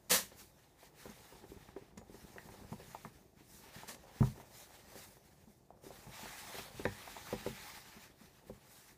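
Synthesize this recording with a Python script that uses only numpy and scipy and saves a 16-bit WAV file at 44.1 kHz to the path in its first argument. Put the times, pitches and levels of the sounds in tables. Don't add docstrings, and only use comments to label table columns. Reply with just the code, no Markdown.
import sys
import numpy as np
from scipy import signal
from scipy.fft import rfft, irfft, next_fast_len
from scipy.io import wavfile
from scipy.ndimage import uniform_filter1d

SR = 44100
rng = np.random.default_rng(int(sys.argv[2]) if len(sys.argv) > 2 else 0)


def wav_record(signal):
    frames = np.transpose(np.atleast_2d(signal))
    bounded = np.clip(frames, -1, 1)
    quanta = np.round(bounded * 32767).astype(np.int16)
    wavfile.write(sys.argv[1], SR, quanta)


N = 395575

# (start [s], swell before it [dB/s], hold [s], rub level [dB], fuzz level [dB])
CLOTH_STROKES = [(0.0, 200, 0.087, -78.5, -76.5), (0.30, 200.5, 0.046, -67, -71),
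                 (0.395, 345, 0.0086, -62.5, -57.5), (0.60, 155, 0.097, -72.5, -74.5),
                 (0.82, 200, 0.032, -66, -67), (0.99, 252, 0.11, -62, -64), (1.15, 197, 0.21, -65, -67),
                 (1.50, 120, 0.027, -68, -69), (1.62, 120, 0.055, -66.5, -71),
                 (1.78, 150, 0.092, -69.5, -75.5), (2.15, 131, .40, -67.5, -67.5),
                 (2.55, 102, 0.068, -67.5, -70), (2.71, 120, 0.015, -64.5, -65.5),
                 (2.80, 200, 0.25, -64.5, -66), (3.13, 200, 0.093, -74.5, -74.5),
                 (3.40, 296, 0.011, -69, -75), (3.54, 109, 0.058, -69.5, -62.5),
                 (3.64, 200, 0.049, -63, -68), (3.77, 150, 0.072, -59, -62.5), (4.00, 193, 0.038, -70, -74),
                 (4.18, 96, .05, -61, -65.5), (4.24, 200, 0.031, -60.5, -59),
                 (4.38, 200, 0.031, -65.5, -66), (4.57, 140, .05, -61, -58.5), (4.74, 152, 0.043, -63, -66),
                 (4.89, 150, 0.044, -65.5, -65.5), (4.97, 300, 0.071, -61, -59),
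                 (5.13, 200, 0.019, -73, -68.5), (5.24, 200, .17, -73.5, -74),
                 (5.51, 150, 0.024, -76, -71.5), (5.844, 602, 0.024, -65.5, -63),
                 (5.93, 200, .19, -65, -66), (6.144, 450, .20, -54.5, -58.5), (6.38, 200, 0.11, -60, -60.5),
                 (6.55, 55, 0.073, -51.5, -55.5), (6.79, 100, 0.084, -57, -60.5),
                 (6.92, 200, 0.2, -58.5, -62.5), (7.251, 41, .53, -55, -59.5),
                 (7.86, 198, 0.083, -61.5, -66), (8.01, 200, 0.033, -60, -64.5),
                 (8.21, 250, 0.053, -66.5, -70), (8.36, 100, 0.043, -70, -73),
                 (8.479, 500, 0.0059, -68, -68), (8.54, 200, 0.12, -69.5, -75.5),
                 (8.73, 148, 0.032, -65, -63), (8.81, 150, 0.098, -68.5, -67)]
# (frequency [Hz], relative density [dB per Hz])
WEAVE_SPECTRUM = [(410, -20.5), (700, -11.5), (874, 0), (953, -7), (1080, -5), (1510, -6.5), (1780, -3),
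                  (2830, -8.5), (3820, -9.5), (7000, -23.5), (9100, -39), (15400, -120)]
FUZZ_SPECTRUM = [(3500, -13.5), (5500, -3), (8000, -3), (11000, -4), (15500, -3.5)]
# (time [s], rumble level [dB], creak level [dB], boot hollow pitch [Hz])
LEATHER_FLEX = [(0.0, -67, -75, 650), (0.3, -64.5, -73, 600), (0.7, -73, -74.5, 500),
                (1.3, -65.5, -67, 457), (1.55, -59, -65.5, 358), (2.0, -64, -71, 380),
                (2.6, -58, -62.5, 418), (3.1, -65, -76.5, 695), (3.45, -68, -81.5, 423),
                (3.8, -65.5, -66, 640), (4.29, -63, -62.5, 418), (4.5, -68, -69.5, 645),
                (4.95, -64, -62.5, 530), (5.15, -67.5, -74.5, 580), (5.7, -70.5, -77, 520),
                (5.9, -66.5, -64.5, 520), (6.4, -63, -62, 794), (6.6, -63.5, -60.5, 544),
                (6.95, -66, -68, 480), (7.2, -62, -62, 804), (7.7, -65.5, -67.5, 890), (8.1, -68, -76, 560),
                (8.45, -67, -71.5, 470), (8.7, -71, -73, 493), (8.97, -68, -85, 385)]
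# (frequency [Hz], relative density [dB per Hz])
RUMBLE_SPECTRUM = [(15, -18.5), (25, -10.5), (48, -0.5), (162, -6.5), (199, -1.5), (240, -10), (325, -11),
                   (382, -6.5), (400, -10.5), (520, -21.5), (880, -120)]
CREAK_SPECTRUM = [(150, -46), (250, -3), (383, -10), (469, -3), (515, -1), (640, -2.5), (820, 0),
                  (1210, -12), (1600, -20), (2080, -25), (3520, -120)]
# (frequency [Hz], relative density [dB per Hz])
HISS_SPECTRUM = [(18, -66), (30, -32.5), (92, -13.5), (148, -5), (168, -25), (368, -12.5), (574, -24),
                 (671, -16.5), (1190, -34.5), (15400, -52)]
# (time [s], rise [s], run [s], level [dB], fade over run [dB], t60 [s], tilt [dB/octave])
ZIP_PULLS = [(0.096, 0.021, 0.068, -22, -9.5, 0.2, 0), (1.972, 0.0057, 0.0049, -45, -3, 0.062, -4),
             (3.871, 0.018, 0.054, -43, -9.5, 0.12, -1), (3.944, 0.0027, 0.0056, -43, -13, 0.042, -2)]
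# (frequency [Hz], relative density before tilt [dB per Hz])
ZIP_SPECTRUM = [(59, -6.5), (100, -25.5), (192, 0.5), (332, -17.5), (496, 0), (710, -9.5), (1060, -4),
                (1520, -11), (1790, -2), (2460, -10), (2620, -6.5), (2790, -8), (6770, -5.5), (14500, -10),
                (15400, -15)]
# (time [s], peak [dB], blow centre [Hz], fall below it [dB/octave], fall above it [dB/octave])
FLOOR_KNOCKS = [(0.3189, -47, 574, 18, 9), (0.83, -46, 650, 6.7, 3), (1.0559, -39, 464, 2, 6.5),
                (1.091, -43, 197, 4.3, 2.4), (1.3245, -48, 447, 2.8, 5), (1.4401, -44, 394, 10, 3.9),
                (1.5186, -42, 352, 15, 20), (1.6881, -45.5, 1250, 6.3, 9), (1.7641, -36.5, 378, 32, 6.3),
                (1.824, -50, 312, 11, 6.5), (1.982, -52, 210, 8, 5), (2.0146, -46.5, 543, 11, 6.5),
                (2.0967, -44.5, 348, 2.8, 19), (2.144, -43.5, 400, 2.3, 3.6), (2.3609, -42, 550, 8.8, 6.9),
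                (2.3826, -41, 1740, 3.3, 6.5), (2.454, -49, 171, 7.9, 9.3), (2.4884, -44.5, 795, 3, 1.1667),
                (2.54, -47.5, 600, 8, 9), (2.6147, -50, 230, 6, 13), (2.7194, -35, 170.4, 20, 7.2),
                (2.7278, -38, 890, 5.1, 13), (2.8005, -43.5, 520, 4.6, 8.6), (2.879, -49, 150, 7, 8.1),
                (2.9486, -33.5, 880, 17, 15), (3.049, -34.5, 1130, 4, 3.8), (3.053, -42.5, 165, 12, 11),
                (3.4073, -50.5, 313, 3.2, 6.2), (3.6592, -53, 403, 3.5, 5.4), (3.7623, -43, 165, 7, 3.8),
                (3.8338, -40, 855, 5, 8), (4.208, -17, 137, 6.4, 8.5), (4.2282, -27, 1060, 3.4, 20),
                (4.377, -46.5, 376, 2, 4.3), (4.3999, -43, 910, 4, 12), (4.955, -41.5, 535, 6.2, 8),
                (5.1691, -50, 600, 6.5, 5), (5.4731, -50.5, 217, 5, 6.8), (5.7049, -43, 675, 32, 30),
                (5.838, -46.5, 484, 4, 17), (5.866, -43, 348, 2.6, 8.8), (5.9065, -40, 615, 18, 16),
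                (6.0675, -43.5, 145, 1.4, 2.2), (6.231, -41.5, 226, 2.3, 2.4), (6.2576, -39, 676, 8.2, 9.2),
                (6.5445, -39, 586, 4.5, 13), (6.585, -37, 705, 2.3, 8), (6.743, -46, 118, 4.4, 19),
                (6.7963, -34, 360, 2, 4.6), (6.8537, -21.5, 520, 6.4, 2.3), (6.858, -36.5, 97, 17, 11),
                (7.076, -38.5, 775, 12, 4.8), (7.166, -36.5, 830, 8.6, 11), (7.271, -43, 1196, 12, 9),
                (7.3279, -25.5, 513, 3, 6.9), (7.4641, -26.5, 496, 3.5, 11.4), (7.505, -41.5, 203, 12, 16),
                (7.965, -48, 195, 7, 7.2), (8.2113, -50.5, 198, 9, 6), (8.498, -36, 490, 1.1, 11.5)]
# (frequency [Hz], level [dB], t60 before stretch and cap [s])
BOOT_MODES = [(53.7, 3, 0.75), (98, -8, 0.21), (131.5, -1.5, 0.21), (154.8, -1.5, 0.11), (209.6, 9, 0.057),
              (313.4, 4, 0.054), (400, 7, 0.052), (495.4, -0.5, 0.07), (546, -2, 0.068), (710, 7, 0.026),
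              (795, -3, 0.094), (893, 4.5, 0.039), (970, 0, 0.054), (1182, 4.5, 0.017), (1610, 5.5, 0.016),
              (1805, -2, 0.051), (2120, -2.5, 0.058), (3300, -12, .03)]
# (time [s], level before the 4 dB cut in tick() [dB], pitch [Hz])
HIGH_TICKS = [(1.0994, -45, 6350), (1.978, -43.5, 6900), (2.3835, -34.5, 1900), (6.8541, -24, 1820),
              (6.855, -36, 3920)]
# (frequency [Hz], t60 [s])
ROOM_DECAY = [(100, 0.35), (500, 0.11), (2000, 0.25), (8000, 0.23)]

REST_RUB_DB, REST_FUZZ_DB = -86, -82.5
EBB_DB_PER_S = 152
HISS_DB = -70.5
T60_STRETCH = 1.16
REFLECTIONS_DB = -10.0
BASS_CUT_HZ, BAND_EDGE_HZ = 38, 15400


def gain_of(db):
    return 10 ** (np.asarray(db) / 20)


def evened(x):
    return x / np.sqrt(np.mean(x ** 2) + 1e-20)


def along(rows):
    time_s, *columns = np.transpose(rows)
    return [np.interp(np.arange(N) / SR, time_s, column) for column in columns]


def coloured(x, spectrum, tilt_db=0.):
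    point_hz, point_db = np.transpose(spectrum)
    size = next_fast_len(len(x))
    hz = np.fft.rfftfreq(size, 1 / SR) + 1
    db = np.interp(np.log(hz), np.log(point_hz), point_db, -90, -90)
    db = db + tilt_db * np.log2(hz / 4000)
    return evened(irfft(rfft(x, size) * gain_of(db), size)[:len(x)])


def add(mix, time_s, sound):
    part = mix[round(time_s * SR):][:len(sound)]
    part += sound[:len(part)]


def slips(size, per_s, spread_db):
    chance = rng.random(size)
    sized_sign = rng.standard_normal(size)
    force = rng.exponential(1, size)
    return (chance < per_s / SR) * sized_sign * gain_of(spread_db * np.minimum(force, 5))


def flutter(span_s, depth_db):
    span = max(round(span_s * SR), 1)
    wander = uniform_filter1d(uniform_filter1d(rng.standard_normal(N), span), span)
    return gain_of(depth_db * evened(wander))


def strokes():
    t = np.arange(0, N / SR + .01, .002)
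    start_s, swell_db_per_s, hold_s, *levels_db = np.transpose(CLOTH_STROKES)[:, :, None]
    swell_db = -swell_db_per_s * np.maximum(start_s - t, 0)
    ebb_db = -EBB_DB_PER_S * np.maximum(t - start_s - hold_s, 0)
    gains = []
    for level_db, rest_db in zip(levels_db, (REST_RUB_DB, REST_FUZZ_DB)):
        power = (gain_of(level_db + swell_db + ebb_db) ** 2).sum(0) + gain_of(rest_db) ** 2
        gains.append(np.interp(np.arange(N) / SR, t, np.sqrt(power)))
    return gains


def patchy(x, depth_db):
    z = signal.stft(x, nperseg=512, noverlap=384)[2]
    patches = uniform_filter1d(uniform_filter1d(rng.standard_normal(z.shape), 6, 0), 20, 1)
    z = z * gain_of(depth_db * evened(patches))
    return evened(signal.istft(z, nperseg=512, noverlap=384)[1][:N])


def cloth():
    rub_gain, fuzz_gain = strokes()
    fibres = patchy(slips(N, 12000, .8) + 1.16 * rng.standard_normal(N), 1.5)
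    weave = coloured(fibres, WEAVE_SPECTRUM) * flutter(.012, 0.9) * rub_gain
    fuzz = coloured(fibres, FUZZ_SPECTRUM) * fuzz_gain
    pressure = flutter(0.023, 1.0)
    return pressure * (weave + fuzz)


def resonate(x, hz, width_hz):
    turn = np.exp(2j * np.pi * np.cumsum(hz) / SR)
    r = np.exp(-np.pi * width_hz / SR)
    at_zero_hz = signal.lfilter([1, 0], np.convolve([1, -r], [1, -r]), x / turn)
    return evened((turn * at_zero_hz).real)


def leather():
    rumble_db, creak_db, hollow_hz = along(LEATHER_FLEX)
    rumble = evened(coloured(slips(N, 300, 0.88), RUMBLE_SPECTRUM) * flutter(.023, 1.5))
    grip = slips(N, 1200, 1.8) * flutter(.03, 2.2)
    creak = evened(coloured(grip, CREAK_SPECTRUM) + 0.33 * resonate(grip, hollow_hz, 190))
    return gain_of(rumble_db) * rumble + gain_of(creak_db) * creak


def microphone_hiss():
    return gain_of(HISS_DB) * coloured(rng.standard_normal(N), HISS_SPECTRUM)


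def pull(time_s, rise_s, run_s, level_db, fade_db, t60_s, tilt_db):
    t = np.arange(SR // 2) / SR
    teeth = coloured(slips(len(t), 25000, 1.0), ZIP_SPECTRUM, tilt_db)
    run_fade_db = fade_db * np.clip(t / run_s, 0, 1)
    decay_db = -60 * np.maximum(t - run_s, 0) / t60_s
    onset = np.clip(.07 + .93 * (t / rise_s) ** 1.6, 0, 1)
    return time_s, gain_of(level_db + run_fade_db + decay_db) * onset * teeth


def knock(time_s, peak_db, blow_hz, below_db, above_db):
    t = np.arange(SR // 5) / SR
    hz, mode_db, t60_s = np.transpose(BOOT_MODES)[:, :, None]
    near_db = -abs(np.log2(hz / blow_hz)) * np.where(hz < blow_hz, below_db, above_db)
    spot_db, detune = rng.standard_normal((2, len(hz), 1)) * [[[1.5]], [[.012]]]
    t60_s = np.minimum(t60_s * T60_STRETCH, np.minimum(90 / hz, .17))
    build = 1 - np.exp(-t * hz * 1.8)
    ring_gain = build * gain_of(mode_db + near_db + spot_db - 60 * t / t60_s)
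    modes = -(ring_gain * np.sin(2 * np.pi * hz * (1 + detune) * t)).sum(0)
    contact_gain = gain_of(-9. * blow_hz * t) * (1 - np.exp(-t * blow_hz * 1.07))
    contact = -np.sin(2 * np.pi * blow_hz * t) * contact_gain
    sound = modes / abs(modes).max() + 3.14 * contact
    return time_s, gain_of(peak_db) * sound / abs(sound).max()


def tick(time_s, level_db, hz):
    t = np.arange(1000) / SR
    pair = np.sin(2 * np.pi * hz * t) + 0.38 * np.sin(2 * np.pi * 1.35 * hz * t)
    return time_s, gain_of(level_db - 4 - 60 * t / 0.011) * pair


def bedroom(x):
    taps = np.zeros(SR // 2)
    at = np.arange(200, len(taps) - 20, 20)
    taps[at + rng.integers(0, 20, len(at))] = rng.choice([-1., 1.], len(at))
    hz, t, z = signal.stft(taps, SR, nperseg=256)
    room_hz, room_t60_s = np.transpose(ROOM_DECAY)
    t60_s = np.interp(hz, room_hz, room_t60_s)[:, None]
    tail = signal.istft(z * gain_of(-60 * t / t60_s), SR, nperseg=256)[1]
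    return signal.fftconvolve(x, tail / np.linalg.norm(tail))[:N]


def scene():
    hits = np.zeros(N)
    for source, rows in ((pull, ZIP_PULLS), (knock, FLOOR_KNOCKS), (tick, HIGH_TICKS)):
        for row in rows:
            add(hits, *source(*row))
    reflections = gain_of(REFLECTIONS_DB) * bedroom(hits)
    return (cloth() + leather() + microphone_hiss() + hits + reflections)[None]


def record(dry):
    bass_cut = signal.butter(2, BASS_CUT_HZ, "high", fs=SR, output="sos")
    thin = signal.sosfilt(bass_cut, dry)
    band_limit = signal.firwin(511, BAND_EDGE_HZ, window=("kaiser", 9), fs=SR)
    return signal.oaconvolve(thin, band_limit[None], "same")


dry = scene()
out = record(dry)
wav_record(out)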